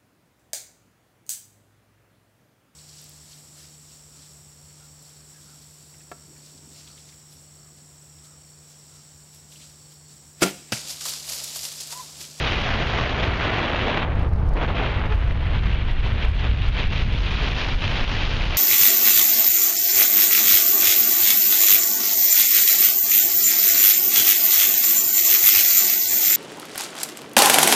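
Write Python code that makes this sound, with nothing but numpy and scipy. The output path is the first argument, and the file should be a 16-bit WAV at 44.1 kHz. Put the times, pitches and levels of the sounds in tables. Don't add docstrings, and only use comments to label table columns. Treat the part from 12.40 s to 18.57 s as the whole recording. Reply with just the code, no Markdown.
import sys
import numpy as np
from scipy import signal
from scipy.fft import rfft, irfft, next_fast_len
from scipy.io import wavfile
from scipy.ndimage import uniform_filter1d, map_coordinates

SR = 44100
rng = np.random.default_rng(int(sys.argv[2]) if len(sys.argv) > 2 else 0)


def transcribe(u):
    v = np.clip(np.atleast_2d(u).T, -1, 1)
    q = np.round(v * 32767).astype(np.int16)
    wavfile.write(sys.argv[1], SR, q)


def elevation(decibels):
    levels = np.asarray(decibels, float)
    return 10 ** (levels / 20)


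N = 272097
TIME = np.arange(N) / SR


def unit(x):
    return x / np.sqrt(np.mean(x ** 2))


def noise():
    return rng.standard_normal(N)


def colour(x, points):
    size = next_fast_len(N)
    hz, db = np.transpose(points)
    bins_hz = np.arange(size // 2 + 1) * SR / size
    shape_db = np.interp(np.log(bins_hz + 1), np.log(hz), db, -120, -120)
    return unit(irfft(rfft(x, size) * elevation(shape_db), size)[:N])


def walk(rate):
    levels = rng.standard_normal(N // 32)
    return unit(map_coordinates(levels, [TIME * rate], order=3))


def evened(x, share, size):
    power = uniform_filter1d(x ** 2, size=size)
    return unit(x / (power + 0.06) ** (share / 2))


def curves(table):
    s, *columns = np.transpose(table)
    return [np.interp(TIME, s, c) for c in columns]


def bumps(s, half_s, db):
    coarse = TIME[::32]
    bells = np.exp(-((coarse - s[:, None]) / half_s[:, None]) ** 2)
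    return np.interp(TIME, coarse, db @ bells)


# [t/s, strength level/dB, slowness level/dB]
LARGE_EDDIES = [(0, -29, 1.5), (.8, -29.5, -5), (1.2, -34, -5), (1.55, -30.5, -1.5), (1.7, -26, -4),
                (2.1, -21, -5), (2.5, -27.5, -3), (2.9, -24, -3), (3.5, -25, 0), (4.2, -25, -4),
                (4.8, -25.5, -0.5), (5.3, -31.5, 6.5), (5.7, -30, 3.5), (6.17, -29.5, 8)]
# [f/Hz, level/dB]
HEAVE_SPECTRUM = [(8, -29.5), (18, -6.5), (32, -3.5), (44, -6), (58, -19)]
# [f/Hz, level/dB]
SWING_SPECTRUM = [(36, -17), (47, -2.5), (60, 2), (85, -7), (110, -24.5)]
# [f/Hz, level/dB]
FLAP_SPECTRUM = [(70, -15.5), (92, 2), (120, -2.5), (160, -6.5), (220, -14), (320, -23.5), (500, -27.5)]


def buffet():
    strength_db, slow_db = curves(LARGE_EDDIES)
    heave_db = strength_db + slow_db + 0.5 + surge_db(30)
    swing_db = strength_db + surge_db(60)
    flap_db = -30 + 0.067 * (strength_db + 29) - 0.11 * slow_db + surge_db(120)
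    heave = evened(colour(noise(), HEAVE_SPECTRUM), share=0.56, size=3200)
    swings = evened(colour(noise(), SWING_SPECTRUM), share=1.0, size=2400)
    flaps = evened(colour(noise(), FLAP_SPECTRUM), share=0.3, size=1800)
    steady = elevation(heave_db) * heave + elevation(swing_db) * swings + elevation(flap_db) * flaps
    strong, reach = thumps(hz=53.3, turns=0.36, peak_db=-9.5, slope=0.68)
    return (1 - 0.39 * reach) * steady + strong


# [t/s, peak level/dB]
TICKS = [(1.75, -52), (1.7916, -50.5), (1.823, -56), (1.8881, -53.5), (1.933, -52.5), (2.063, -57),
         (2.088, -57), (2.135, -50.5), (2.2695, -58), (2.31, -57), (2.5643, -57), (2.657, -53),
         (2.7373, -56), (2.845, -57), (2.88, -51), (2.9198, -54), (3.053, -56), (3.1773, -64), (3.256, -52),
         (3.341, -54.5), (3.5114, -50), (3.595, -55.5), (3.7286, -52), (3.8502, -52), (3.8843, -51.5),
         (3.914, -57), (4.2834, -49.5), (4.4692, -54), (4.9474, -60), (5.3527, -58)]


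def thumps(hz, turns, peak_db, slope):
    s, db = np.transpose(TICKS)
    chance = rng.standard_normal((len(s), 2))
    lag = TIME - s[:, None] - .003
    pitch = hz * (1 + 0.22 * chance[:, :1])
    reach = np.exp(-(lag * pitch / turns) ** 2)
    push_or_pull = np.sign(chance[:, 1])
    depth = push_or_pull * elevation(peak_db + slope * (db - db.max()))
    swings = depth @ (reach * np.cos(2 * np.pi * pitch * lag))
    return swings, reach.max(axis=0)


# [t/s, half length/s, level/dB, swing
# rate f/Hz]
SURGES = [(0.01, 0.077, -10, 30), (0.04, 0.036, -1, 60), (0.249, 0.04, -11, 60), (0.684, 0.027, -9, 115),
          (0.906, 0.034, 8.1, 60), (1.347, 0.04, 1, 30), (1.576, 0.053, -14, 60), (1.97, 0.04, 3, 30),
          (2.045, 0.036, 5.1, 115), (2.27, 0.15, -4.5, 60), (2.754, 0.08, -7.1, 30), (2.768, 0.058, 7, 60),
          (3.163, 0.028, 6, 115), (3.31, 0.04, 0.5, 30), (3.51, 0.04, 3.5, 30), (3.602, 0.045, -7, 60),
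          (3.886, 0.029, 3, 60), (3.925, 0.12, -3.5, 115), (4.101, 0.053, 6.5, 60), (4.3, 0.03, 3, 30),
          (4.634, 0.055, 4, 30), (4.759, 0.033, 4.5, 60), (4.869, 0.034, -2, 115), (5.2, 0.037, -5, 60),
          (5.34, 0.035, 4, 30), (5.463, 0.035, 6, 115), (5.637, 0.022, 7, 30), (5.897, 0.04, -2, 30),
          (5.99, 0.036, -1, 60), (6.166, 0.047, -7, 30),
          (0.16, 0.033, -2, 125), (0.422, 0.05, 1, 125), (0.517, 0.03, -2, 125), (0.599, 0.03, 3, 125),
         (1.307, 0.05, -5, 125), (1.5, 0.025, -5.4, 125), (1.78, 0.05, 4, 125), (2.167, 0.026, -10, 125),
         (2.796, 0.034, -9, 125), (3.542, 0.03, -10, 125), (3.71, 0.065, 2, 125), (4.071, 0.022, 2, 125),
         (4.328, 0.026, -6, 125), (4.739, 0.027, 2, 125), (4.949, 0.066, -1, 125), (5.388, 0.02, -7, 125),
         (5.67, 0.03, -2, 125), (5.827, 0.042, -4, 125), (5.918, 0.04, 4.5, 125), (6.126, 0.025, -2.8, 125)]


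def surge_db(hz):
    s, half_s, db, rate = np.array(SURGES).T
    nearness = np.exp(-(np.log2(rate / hz) / 0.44) ** 2)
    return bumps(s, half_s, db * nearness)


# [f/Hz, level/dB]
HOUSING_SPECTRUM = [(120, -16.5), (230, -0.5), (400, -1.5), (750, -2), (1180, -7.5), (1500, -15.5),
                    (3000, -42), (7000, -53)]
# [f/Hz, level/dB]
RIM_SPECTRUM = [(850, -12), (1180, -6), (1450, -0.5), (2000, 0.5), (2350, -4.5), (2800, -15), (4000, -50.5)]
# [f/Hz, level/dB]
CAVITY_SPECTRUM = [(1900, -22.5), (2350, -3.5), (2750, -0.5), (3300, -1.5), (3900, -8.5), (4400, -18.5),
                   (5000, -35)]
# [f/Hz, level/dB]
EDGE_SPECTRUM = [(3700, -8), (4500, -3), (5000, -4.5), (6000, -11), (6900, -18), (7300, -25)]


def rush():
    housing_db, rim_db, port_db, edge_db = uniform_filter1d(stream_db(), size=350, axis=1)
    stream = eddies()
    start, end = WHISTLE[:2]
    locked_db = np.interp(TIME, [start, start + .012, end - .012, end], [0, -7, -7, 0])
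    housing = colour(stream + 0.71 * noise(), HOUSING_SPECTRUM)
    housing *= elevation(housing_db + locked_db + 0.46 + 0.77 * walk(25))
    rim = colour(stream + 0.43 * noise(), RIM_SPECTRUM) * elevation(rim_db - 0.36 + 0.81 * walk(30))
    cavity = colour(stream + 0.49 * noise(), CAVITY_SPECTRUM) * elevation(port_db - 0.37 + 0.88 * walk(30))
    shed = np.hypot(elevation(edge_db + 0.73), elevation(curves(LARGE_EDDIES)[0] - 47.5))
    edge = colour(stream, EDGE_SPECTRUM) * shed * elevation(0.86 * walk(30))
    return housing + rim + cavity + edge


def eddies():
    puffs_db = 0.41 * walk(22) + 0.52 * walk(70) + 1.08 * walk(240) + 2.05 * walk(800)
    specks = noise() * elevation(1.8 * rng.exponential(size=N))
    return unit(elevation(puffs_db) * specks)


# [t/s, flow over the housing level/dB, aim of the airstream at the port level/dB]
FLOW = [(0, -33.5, 2.5), (.5, -29.5, -3), (.95, -29, -4), (1.55, -27.5, -4.5), (1.635, -30.5, -5),
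        (1.66, -31.5, -16.5), (1.85, -36, -12), (1.875, -35.5, -19.5), (2.14, -37, -23.5),
        (2.17, -30, -11.5), (2.48, -29, -4.5), (2.75, -38, -7.5), (3.2, -38.5, -0.5), (4.0, -44, 1.5),
        (4.8, -40, 3.5), (5.05, -35, 3), (5.6, -34.5, 2.5), (6.17, -37, 3)]
# [t/s, half length/s,
# level/dB]
GUSTS = [(0.362, 0.015, -2), (0.725, 0.06, -2.3), (0.912, 0.027, -4.2), (1.37, 0.066, -2.5),
         (1.956, 0.025, -5.5), (2.27, 0.0069, -10), (2.336, 0.015, -5.5), (2.514, 0.047, -4),
         (2.73, 0.016, 5), (2.956, 0.05, -4), (3.216, 0.018, -6.5), (3.422, 0.048, -2.4),
         (3.548, 0.032, -4.4), (3.619, 0.011, -8), (3.66, 0.043, 4.5), (3.831, 0.044, 7.5),
         (3.94, 0.038, -1.5), (3.994, 0.015, 3.5), (4.056, 0.043, 8), (4.26, 0.053, 3.5),
         (4.31, 0.011, -5.5), (4.404, 0.037, 9), (4.568, 0.055, 5.0), (4.66, 0.015, -5.5),
         (4.887, 0.025, 1), (5.142, 0.021, -5), (5.366, 0.038, -8.5), (5.466, 0.013, -3),
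         (5.664, 0.02, -7.1), (6.092, 0.023, -3.5),
         (0.07, 0.012, 2.4), (0.423, 0.018, 1.4), (0.489, 0.057, -2), (0.97, 0.02, -2.7),
         (1.504, 0.017, 0.4), (1.716, 0.0096, 2), (1.899, 0.014, -9), (2.085, 0.011, 0.5),
         (2.231, 0.021, 3.5), (2.638, 0.015, 0.5), (2.682, 0.013, -4), (2.784, 0.03, -0.5),
         (3.158, 0.012, 1), (3.492, 0.011, 2.5), (3.8, 0.01, 0), (4.36, 0.012, 1.5), (4.49, 0.012, -3.5),
         (4.62, 0.011, 1), (4.804, 0.02, -1.5), (5.065, 0.03, 1.5), (5.408, 0.012, 0), (5.73, 0.016, 1)]
# [t/s, edge hiss against cavity hiss level/dB]
SHEAR = [
    (0, -12.5),
    (.5, -14),
    (1.5, -18.5),
    (1.65, -23),
    (2.3, -20.5),
    (4.0, -18.5),
    (4.8, -14),
    (6.17, -10.5),
]


def stream_db():
    flow_db, aim_db = curves(FLOW)
    flow_db = flow_db + bumps(*np.array(GUSTS).T)
    rim_db = flow_db + 0.68 * np.minimum(aim_db, 0) - 0.5
    port_db = flow_db + aim_db - 0.53
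    edge_db = port_db + curves(SHEAR)[0]
    return flow_db, rim_db, port_db, edge_db


# [start t/s, end t/s, first f/Hz, last f/Hz, level/dB]
WHISTLE = (2.697, 2.745, 424, 436, -34)
# [multiple of f, level/dB]
WHISTLE_HARMONICS = [
    (1, -0.5),
    (2, -4),
    (3, -9),
    (4, -9),
]


def whistle():
    start, end, first_hz, last_hz, db = WHISTLE
    share = np.clip((TIME - start) / (end - start), 0, 1)
    hz = (first_hz + (last_hz - first_hz) * share) * (1 + 0.0071 * walk(90))
    phase = 2 * np.pi * np.cumsum(hz) / SR
    swell = np.sqrt(2 * np.sin(np.pi * share).clip(0))
    return elevation(db) * swell * sum(elevation(g) * np.sin(k * phase) for k, g in WHISTLE_HARMONICS)


# [f/Hz, level/dB]
TICK_SPECTRUM = [(2500, -6), (4000, 8.5), (7200, -2.5), (7400, -9), (8200, -20), (8400, -7.5),
                 (11600, -1.5), (11800, -28)]
# [f/Hz, level/dB]
TICK_TOP_SPECTRUM = [(11600, -36), (11900, -4), (12900, -1), (13300, -14), (14800, -15)]
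# [f/Hz, level/dB]
FIZZ_SPECTRUM = [(8150, -39), (8300, 5), (11400, 2.5), (11700, -39.5)]


def overload():
    s, db = np.transpose(TICKS)
    top_db = -22 - 0.3 * np.interp(s, TIME, curves(FLOW)[1])
    tick_s = 0.0031
    widths_s = tick_s * elevation(2.3 * rng.standard_normal((len(s), 1)))
    bursts = np.exp(-((TIME - s[:, None] - tick_s) / widths_s) ** 2)
    ticks = colour(noise(), TICK_SPECTRUM) * (elevation(db - 5) @ bursts)
    tops = colour(noise(), TICK_TOP_SPECTRUM) * (elevation(db + top_db) @ bursts)
    steady = np.hypot(elevation(-81.5), elevation(stream_db()[3] - 29.5))
    grain_db = 0.8 * walk(6.8) + 1.7 * walk(45) + 2.0 * walk(220)
    fizz = colour(noise(), FIZZ_SPECTRUM) * steady * elevation(grain_db)
    return fizz + ticks + tops


def crackle(swing):
    strain = (uniform_filter1d(np.abs(swing), size=130) / 0.21) ** 1.6
    return elevation(-60 + 3.0 * walk(60)) * strain * colour(noise(), TICK_SPECTRUM)


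def rippled(x):
    return x + 0.46 * np.roll(x, 59)


def scene():
    return (buffet() + rush() + whistle())[None]


def band_limit(x):
    return signal.sosfilt(signal.butter(12, 14900, fs=SR, output="sos"), x)


def record(dry):
    envelope = uniform_filter1d(np.abs(dry), size=900, axis=-1)
    held = dry / (1 + (envelope / 0.39) ** 2) ** .2
    rounded = np.tanh(0.83 * held) / 0.77
    steep = signal.ellip(10, .2, 90, 7200, fs=SR, output="sos")
    cut = signal.sosfilt(steep, rounded)
    swing = uniform_filter1d(cut[0], size=200)
    return band_limit(cut + rippled(overload() + crackle(swing)))


dry = scene()
out = record(dry)
transcribe(out)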